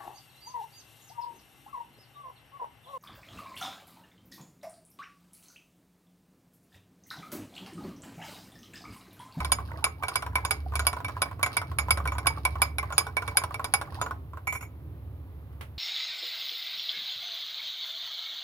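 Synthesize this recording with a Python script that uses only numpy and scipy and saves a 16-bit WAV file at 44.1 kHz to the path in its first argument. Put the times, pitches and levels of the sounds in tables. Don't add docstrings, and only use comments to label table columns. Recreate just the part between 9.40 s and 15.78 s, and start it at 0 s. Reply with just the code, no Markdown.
import sys
import numpy as np
from scipy import signal
from scipy.fft import rfft, irfft, next_fast_len
from scipy.io import wavfile
from scipy.ndimage import uniform_filter1d

SR = 44100
rng = np.random.default_rng(int(sys.argv[2]) if len(sys.argv) > 2 else 0)


def to_wav(sig):
    pcm = np.clip(np.atleast_2d(sig), -1, 1) * 32767
    pcm = np.round(pcm).astype(np.int16)
    wavfile.write(sys.argv[1], SR, pcm.T)


N = 281356

# (pitch [Hz], time to fade by 60 dB [s], level [dB], left minus right [dB], left phase lead [rad])
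SPOON_MODES = [(9440, .06, -9, -3, -1.5), (9530, .035, -4, -3, -.6), (9730, .035, -4, -3, 2.6),
               (10140, .04, 0, 4, .5), (10060, .018, 0, 1, -2.4), (10330, .06, -10, 5, -.5),
               (10600, .02, -10, 4, -2.2), (12710, .085, -13, -3, 2.2), (14210, .06, -24, -2, .5),
               (14560, .04, -20, -2, -.5)]
# (pitch [Hz], time to fade by 60 dB [s], level [dB], left minus right [dB], left phase lead [rad])
HOLLOW_MODES = [(437.7, 0.22, -18, -2.5, 0.37), (590.3, 0.16, -17, -2.5, 0.45),
                (719, 0.13, -13, -1.5, 0.77), (818, 0.1, -12, -14, 0.52), (1014.4, 0.087, 1.5, -0.5, .8),
                (1091, 0.048, 4.5, -1.5, 0.53), (1274, 0.064, -2, -5, 0.88), (1439, 0.051, 1, -4.5, 0.3),
                (1558, 0.063, -7, 3, 0.44), (1540, 0.087, -21.5, -10, 0.44)]
# (frequency [Hz], relative level [dB])
THUD_COLOUR = [(200, -13), (400, -8.5), (700, -0.5), (1100, 0.5), (1550, -9), (1900, -10.5), (3000, -20),
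               (6000, -32), (16000, -28)]

RING = int(.25 * SR)
ATTACK = int(.025 * SR)
AGE = np.arange(RING) / SR
SIDES = np.array([[.5], [-.5]])

LAP_S, FASTEST_S, LAP_SWING_DB = .352, 0.024, 4
STOP_S, SETTLE_S, REST_DB = 4.72, 0.047, -4.5


def undb(db):
    return 10 ** (np.asarray(db) / 20)


def fade(t60):
    return np.exp(-np.log(1000) * AGE / t60)


def level(x, db, size=None):
    return x * undb(db) / np.sqrt(np.mean(x[..., :size] ** 2) + 1e-30)


def curve(rows):
    rows = np.array(rows)
    return np.interp(np.arange(N) / SR, rows[:, 0], rows[:, 1])


def add(out, s, x):
    i = max(int(s * SR), 0)
    out[..., i:i + x.shape[-1]] += x[..., :N - i]


def colour(x, points):
    hz, db = np.transpose(points)
    size = next_fast_len(x.shape[-1] + 4096, True) // 2 * 2
    f = np.maximum(np.fft.rfftfreq(size, 1 / SR), 1)
    cepstrum = irfft(np.log(undb(np.interp(np.log(f), np.log(hz), db))))
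    cepstrum[1:size // 2] *= 2
    cepstrum[size // 2 + 1:] = 0
    return irfft(rfft(x, size) * np.exp(rfft(cepstrum)))[..., :x.shape[-1]]


def ports(x, pan_db, lead_ms):
    f = np.fft.rfftfreq(len(x), 1 / SR)
    late = irfft(rfft(x) * np.exp(-2j * np.pi * f * lead_ms / 1000), len(x))
    return np.array([x * undb(pan_db / 2), late * undb(-pan_db / 2)])


def ring(modes, scatter_db, detune, wobble=0.27):
    out = np.zeros((2, RING))
    chances = rng.standard_normal((len(modes), 4))
    for (hz, t60, db, pan_db, lead), c in zip(modes, chances):
        age = AGE[:int(1.3 * t60 * SR)]
        knots = AGE[::220]
        sway, drift = (np.interp(age, knots, row) for row in rng.standard_normal((2, len(knots))))
        turn = 2 * np.pi * hz * (1 + detune * c[0]) * age + wobble * drift
        gain = np.sign(c[3]) * undb(db + scatter_db * c[1] + SIDES * (pan_db + 2 * c[2]))
        envelope = np.exp(wobble * sway - np.log(1000) * age / t60)
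        out[:, :len(age)] += gain * envelope * np.sin(turn + SIDES * lead)
    return out


def burst(points, t60, tail_db, tail_t60, pan_db, lead_ms):
    crack = ports(rng.standard_normal(RING) * fade(t60), pan_db, lead_ms)
    scatter = rng.standard_normal((2, RING)) * fade(tail_t60) * undb(tail_db + SIDES * pan_db)
    return colour(crack + scatter, points)


def bubble(hz, cycles, glide):
    life = cycles / hz
    pitch = hz * (1 + glide * np.minimum(AGE / life, 1))
    onset = 1 - np.exp(-AGE * hz / 2)
    return np.sin(2 * np.pi * np.cumsum(pitch) / SR) * fade(life) * onset


def place(s):
    return np.cos(2 * np.pi * (np.minimum(s, STOP_S) - FASTEST_S) / LAP_S)


def vigour(s):
    settled = 1 - np.exp(-np.maximum(s - STOP_S, 0) / SETTLE_S)
    return LAP_SWING_DB * place(s) + REST_DB * settled


def background(hum_hz=72, waver_hz=1.5, hum_db=0, rumble_db=1, hiss_db=-66, apart_db=-17):
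    # (time [s], level [dB])
    hum_levels = [(0, -32.5), (.25, -43), (.8, -49), (.9, -36), (1.08, -42.5), (1.42, -29), (1.58, -52.5),
                  (2.3, -48), (2.45, -35), (2.68, -29.5), (2.8, -40.5), (3.25, -35), (3.5, -40),
                  (3.65, -53), (6.38, -44)]
    # (time [s], level [dB])
    rumble_levels = [(0, -39.5), (.46, -42.5), (.56, -45), (1.1, -41.5), (2.2, -42), (2.4, -39), (2.8, -39),
                     (3.8, -43), (4.6, -40.5), (5.0, -45), (5.5, -43), (5.7, -43.5), (6.38, -46)]
    # (frequency [Hz], relative level [dB])
    rumble_colour = [(25, -25), (45, -20), (58, -9.5), (72, -1), (85, 2.5), (103, 0.5), (122, -5.5),
                     (137, -6), (165, -14.5), (210, -23), (275, -15.5), (370, -22), (600, -28.5),
                     (1100, -44), (2000, -69.5)]
    # (frequency [Hz], relative level [dB])
    hiss_colour = [(500, -3), (1000, -12), (2000, -13), (4000, -19.5), (6000, -32), (8000, -36.5),
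                   (10000, -22), (12500, -16), (15500, -17.5), (16500, -37)]
    steps = np.repeat(rng.standard_normal(N // 5000 + 1), 5000)
    waver = level(uniform_filter1d(steps, size=5000)[:N], 0)
    hum = np.sin(2 * np.pi * np.cumsum(hum_hz + waver_hz * waver) / SR)
    hum = level(hum, hum_db) * undb(curve(hum_levels))
    broad = level(colour(rng.standard_normal((3, N)), rumble_colour), rumble_db) * undb(curve(rumble_levels))
    high_pass = signal.butter(2, 450, "high", fs=SR, output="sos")
    hiss = signal.sosfilt(high_pass, rng.standard_normal((2, N)))
    hiss = level(colour(hiss, hiss_colour), hiss_db)
    return ports(hum + broad[0], pan_db=-1.5, lead_ms=0.25) + undb(apart_db) * broad[1:] + hiss


def scrape(count=800, spread_db=7, spell_db=4.54, grit_db=-63.0, steel_db=-74):
    # (frequency [Hz], relative level [dB])
    grit_colour = [(500, -10.5), (1500, 1), (2300, -5), (2900, -1), (3600, 0.5), (5000, -1), (7500, -20.5),
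                   (10000, -10), (15000, -13.5), (16500, -24)]
    t = np.arange(N) / SR
    steps = np.repeat(rng.standard_normal(N // 1500 + 1), 1500)
    spells = uniform_filter1d(steps, size=700)[:N]
    slips = np.zeros(N)
    sizes = undb(spread_db * np.clip(rng.standard_normal(count), -2, 2))
    slips[rng.integers(0, N, count)] = rng.choice([-1, 1], count) * sizes
    slips *= undb(spell_db * np.clip(spells, -2, 2)) * (t < STOP_S)
    grit = burst(grit_colour, t60=0.0033, tail_db=-13.0, tail_t60=0.18, pan_db=-3.0, lead_ms=0.41)
    steel = ring(SPOON_MODES, scatter_db=1.5, detune=.002)
    out = np.zeros((2, N))
    for body, db in [(grit, grit_db), (steel, steel_db)]:
        out += level(signal.fftconvolve(slips[None], body, axes=1)[:, :N], db)
    return out * undb(vigour(t))


def swirl(count=340, centre_hz=1150, spread=0.381, wash_db=-4, swirl_db=-54):
    gurgle = np.zeros(N)
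    times = rng.uniform(0, STOP_S, count)
    for s, (pitch, size) in zip(times, rng.standard_normal((count, 2))):
        pocket = bubble(centre_hz * np.exp(spread * pitch), cycles=26, glide=.08)
        add(gurgle, s, pocket * undb(4 * size - 2 * pitch ** 2))
    wash = level(colour(rng.standard_normal(N), THUD_COLOUR), wash_db)
    drink = (level(gurgle, 0) + wash) * undb(vigour(np.arange(N) / SR) + swirl_db)
    return ports(drink, pan_db=-4, lead_ms=0.17)


def contact(bounce_db, span_s, count):
    force = np.zeros(int(.06 * SR))
    when = rng.uniform(.03, 1, count)
    size = rng.standard_normal(count) * np.exp(-2 * when)
    size *= undb(bounce_db) / np.linalg.norm(size)
    spots = np.minimum(when * span_s * SR, len(force) - 1).astype(int)
    np.add.at(force, spots, size)
    force[0] = 1
    return force[None]


def struck(response, force, db):
    return level(signal.fftconvolve(response, force, axes=1)[:, :RING], db, ATTACK)


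def clinks(knock_db=-6.0, thud_db=-10.0, tick_db=-27.5, rim_db=-1.5, high_db=-1.5, spoon_db=-24.0,
           handle_db=-10, buzz_db=-10, build_s=0.0023):
    # (time [s], blow strength [dB], hollow knock [dB], rim ring [dB], high ring [dB])
    blows = [(0.0034, -29.5, -30, -32.5, -61), (0.0471, -20.5, -29.5, -36, -53),
             (0.1191, -8.5, -23, -30, -34.5), (0.4416, -11.5, -27, -26, -41),
             (0.634, -28.5, -28, -25.5, -60), (0.683, -20, -30, -33.5, -55), (0.7563, -14, -26, -28, -47),
             (0.823, -31.5, -29.5, -45, -73), (0.8634, -37.5, -30, -65, -72), (0.955, -18, -23, -21, -60),
             (1.0499, -18.5, -27, -35, -44), (1.1086, -13.5, -27, -25, -46.5),
             (1.3547, -19, -31.5, -30.5, -51), (1.3936, -19.5, -26, -32.5, -43),
             (1.4678, -10, -22, -25.5, -46), (1.53, -30, -30, -41, -61), (1.6462, -26.5, -35, -26, -72),
             (1.683, -33.5, -33.5, -39, -65), (1.8187, -13.5, -22, -27.5, -60),
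             (2.0294, -13.5, -25, -21.5, -39), (2.0617, -23.5, -26.5, -38, -55),
             (2.168, -14.5, -25, -23, -59), (2.2154, -34.5, -29.5, -76.5, -75),
             (2.386, -15.5, -27, -23.5, -44), (2.5066, -10, -24, -21, -48), (2.5732, -27, -28.5, -44, -64),
             (2.6547, -36, -26.5, -53, -66), (2.6748, -24, -33.5, -26, -68),
             (2.7197, -36.5, -29, -33.5, -54), (2.7826, -24.5, -31, -34, -61),
             (2.8691, -10.5, -22, -22.5, -43), (3.0512, -15, -22.5, -21, -64), (3.2184, -11, -21, -21, -45),
             (3.3838, -19, -31, -25, -58), (3.5243, -30, -31, -39.5, -47), (3.5801, -7.5, -25.5, -26, -37),
             (3.667, -34, -32.5, -42, -71), (3.7682, -21, -25.5, -20, -72),
             (3.8216, -34.5, -31, -48.5, -63), (3.8777, -25, -31, -29.5, -59), (3.9708, -8, -25, -25, -43),
             (4.0371, -24, -27.5, -49, -66), (4.1428, -27, -35, -28, -73), (4.2433, -19.5, -30, -36, -51),
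             (4.338, -9.5, -21.5, -25, -45), (4.4133, -29, -29.5, -47, -67),
             (4.6141, -23, -23, -40.5, -39.5), (4.6619, -47, -29, -62, -83), (4.7091, -41, -29, -64.5, -81),
             (5.0716, -29.5, -40.5, -20.5, -51), (5.1248, -30, -43, -31, -46),
             (5.1514, -35.5, -44.5, -27.5, -62), (5.2091, -40.5, -54, -47, -55),
             (5.2264, -43.5, -50, -33, -57)]
    # (pitch [Hz], time to fade by 60 dB [s], level [dB], left minus right [dB], left phase lead [rad])
    glass_modes = np.array([(2112, .17, -17, 4, 2.6), (2278, .097, 0, -9, 2.0), (2200, .03, -11, -6, 1.5),
                            (2340, .04, -9, -8, 1.0), (2460, .025, -15, -6, 1.5), (4978, .097, 0, -4, -2.4),
                            (5612, .1, -13, 3, 1.0), (6764, .11, 0, 8, 1.5), (7710, .07, -20, 0, 2.0)])
    family_edges = [4000, 5300, 6200]
    # (level at a firm blow [dB], growth with strength [dB per dB],
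    # swing with the spoon's place round the mug [dB], change once the spoon is loose [dB])
    middle_walls = [(-35, 1.53, 4.5, -19), (-47.5, 0.6, -1, -4)]
    # (pitch [Hz], time to fade by 60 dB [s], level [dB], left minus right [dB], left phase lead [rad])
    handle_modes = [(2040, .05, -4, -4, 2), (2190, .06, 0, -6, 2), (2370, .05, 0, -6, 1.5),
                    (2540, .04, -7, -5, 1), (2750, .06, -11, -4, -1), (5615, .13, -14, 2, 1),
                    (6850, .025, -8, 3, 1.5), (8550, .05, -11, 0, -2.5), (10370, .08, -5, 2, -1),
                    (11260, .1, -10, 0, -2), (11650, .03, -4, 0, 0), (12700, .06, -9, -2, 2),
                    (14200, .05, -9, -2, .5), (14570, .05, -9, -2, -.5)]
    # (frequency [Hz], relative level [dB])
    tick_colour = [(300, -11), (700, -16), (1500, 9.5), (1900, -3), (2700, 5), (3000, 1.5), (3600, 5),
                   (4200, -3), (4600, -1.5), (6000, -8.5), (7600, -11), (9000, -1), (10800, -3.5),
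                   (12000, -10.5), (14600, -11.5), (16500, -30)]
    # (frequency [Hz], relative level [dB])
    buzz_colour = [(500, -20), (1700, 0), (2300, 23.5), (2750, -4), (3300, -9), (5200, -13), (6900, 2),
                   (7900, -3), (10400, 6), (12300, -17), (13400, -7), (14500, -14), (16500, -17)]
    let_go_s, firm_db = 5.0, -10
    tick_growth, bowl_growth, rim_growth = 0.91, 1.46, 0.33
    loose_tip_db, loose_listed_knock_gain_db = -17, 9

    out = np.zeros((2, N))
    family = np.searchsorted(family_edges, glass_modes[:, 0])
    build = 1 - np.exp(-AGE / build_s)
    for s, strength, knock, rim, high in blows:
        loose = s > let_go_s
        hard = strength - firm_db
        tip = hard + loose * loose_tip_db
        knock = knock + loose * loose_listed_knock_gain_db
        force = contact(-9, .014, count=7)
        if loose:
            force = contact(2, .04, count=30)

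        hollow = build * ring(HOLLOW_MODES, scatter_db=3.0, detune=.02)
        blow = level(hollow, knock + knock_db, ATTACK)
        thud = burst(THUD_COLOUR, t60=0.053, tail_db=-13.0, tail_t60=0.24, pan_db=0, lead_ms=0.091)
        blow += level(thud, knock + thud_db, ATTACK)
        tick = burst(tick_colour, t60=0.014, tail_db=-7.0, tail_t60=0.059, pan_db=-4.5, lead_ms=0.14)
        blow += struck(tick, force, tick_db + tick_growth * tip)

        glass_levels = [rim + rim_db + rim_growth * hard]
        for db, growth, swing, freed in middle_walls:
            glass_levels.append(db + growth * hard + swing * place(s) + loose * freed)
        glass_levels.append(high + high_db)
        for k, db in enumerate(glass_levels):
            glass = ring(glass_modes[family == k], scatter_db=3, detune=.0012)
            blow += struck(build * glass, force, db)

        spoon = ring(SPOON_MODES, scatter_db=3, detune=.003) * (1 - fade(0.00037))
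        blow += struck(spoon, force, spoon_db + bowl_growth * tip)
        if loose:
            handle = ring(handle_modes, scatter_db=1.5, detune=.003)
            blow += struck(handle, force, strength + handle_db)
            buzz = burst(buzz_colour, t60=0.014, tail_db=0, tail_t60=0.069, pan_db=-1, lead_ms=0.13)
            blow += struck(buzz, force, strength + buzz_db)
        add(out, s, blow)
    return out


def plop(start_hz=1054, spread=.07, bubble_db=-3, splash_db=-6, hollow_db=-7):
    hz = start_hz * np.exp(spread * rng.standard_normal())
    pocket = ports(bubble(hz, cycles=52, glide=0.21), pan_db=-2, lead_ms=0.025)
    splash = burst(THUD_COLOUR, t60=0.021, tail_db=-6.5, tail_t60=0.12, pan_db=-2.5, lead_ms=.13)
    hollow = ring(HOLLOW_MODES, scatter_db=3.0, detune=.03) * (1 - fade(0.036))
    out = level(pocket, bubble_db, ATTACK)
    out += level(splash, splash_db, ATTACK)
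    return out + level(hollow, hollow_db, ATTACK)


def plops(count=18, small_db=-50, scatter_db=3):
    # (time [s], gain [dB])
    loud_plops = [(0.01, -42), (0.185, -36), (0.203, -41), (0.315, -42), (0.464, -33), (0.625, -35),
                  (0.72, -43), (0.983, -38), (1.321, -41), (1.337, -37.5), (1.567, -34.5), (1.603, -38.5),
                  (1.695, -37), (1.767, -37.5), (1.857, -39), (1.913, -40), (1.994, -40), (2.012, -43),
                  (2.1, -51), (2.315, -39), (2.484, -31.5), (2.601, -37.5), (2.752, -39.5), (2.858, -31.5),
                  (2.902, -37.5), (2.973, -40), (3.075, -43), (3.155, -36.5), (3.251, -40.5), (3.429, -34),
                  (3.504, -37), (3.607, -34.5), (3.687, -41.5), (3.913, -45), (4.016, -38), (4.108, -39),
                  (4.195, -33), (4.523, -45), (4.549, -50), (4.934, -44.5), (4.972, -42)]
    out = np.zeros((2, N))
    for s, db in loud_plops:
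        add(out, s, plop() * undb(db))
    for k in range(count):
        s = STOP_S * (k + rng.random()) / count
        db = small_db + vigour(s) + scatter_db * rng.standard_normal()
        add(out, s, plop() * undb(db))
    return out


def taps():
    # (time [s], level [dB])
    tap_times = [(6.128, -67.5), (6.151, -75), (6.210, -42.5)]
    # (frequency [Hz], relative level [dB])
    tap_colour = [(150, 2.5), (600, -1.5), (1500, -0.5), (2800, -3.5), (4500, -16), (7000, -22.5),
                  (10000, -14.5), (15000, -20)]
    out = np.zeros((2, N))
    for s, db in tap_times:
        tap = burst(tap_colour, t60=0.029, tail_db=-0.5, tail_t60=0.17, pan_db=-3, lead_ms=0.017)
        add(out, s, level(tap, db, ATTACK))
    return out


def room(x, wet_db=-13, low_t60=0.27, high_t60=0.2, split_hz=3000, high_db=-4, onset_s=0.0069):
    age = np.arange(SR // 2) / SR
    noise = rng.standard_normal((2, len(age))) * (1 - np.exp(-(age / onset_s) ** 2))
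    low = signal.sosfilt(signal.butter(2, split_hz, fs=SR, output="sos"), noise)
    slow = np.exp(-np.log(1000) * age / low_t60)
    fast = np.exp(-np.log(1000) * age / high_t60)
    tail = low * slow + (noise - low) * fast * undb(high_db)
    tail *= undb(wet_db) / np.linalg.norm(slow)
    return x + signal.fftconvolve(x, tail, axes=1)[:, :N]


def scene():
    return room(scrape() + swirl() + clinks() + plops() + taps()) + background()


def record(dry):
    dry = signal.sosfilt(signal.butter(2, 28, "high", fs=SR, output="sos"), dry)
    return signal.sosfilt(signal.ellip(8, .2, 70, 16500, fs=SR, output="sos"), dry)


dry = scene()
out = record(dry)
to_wav(out)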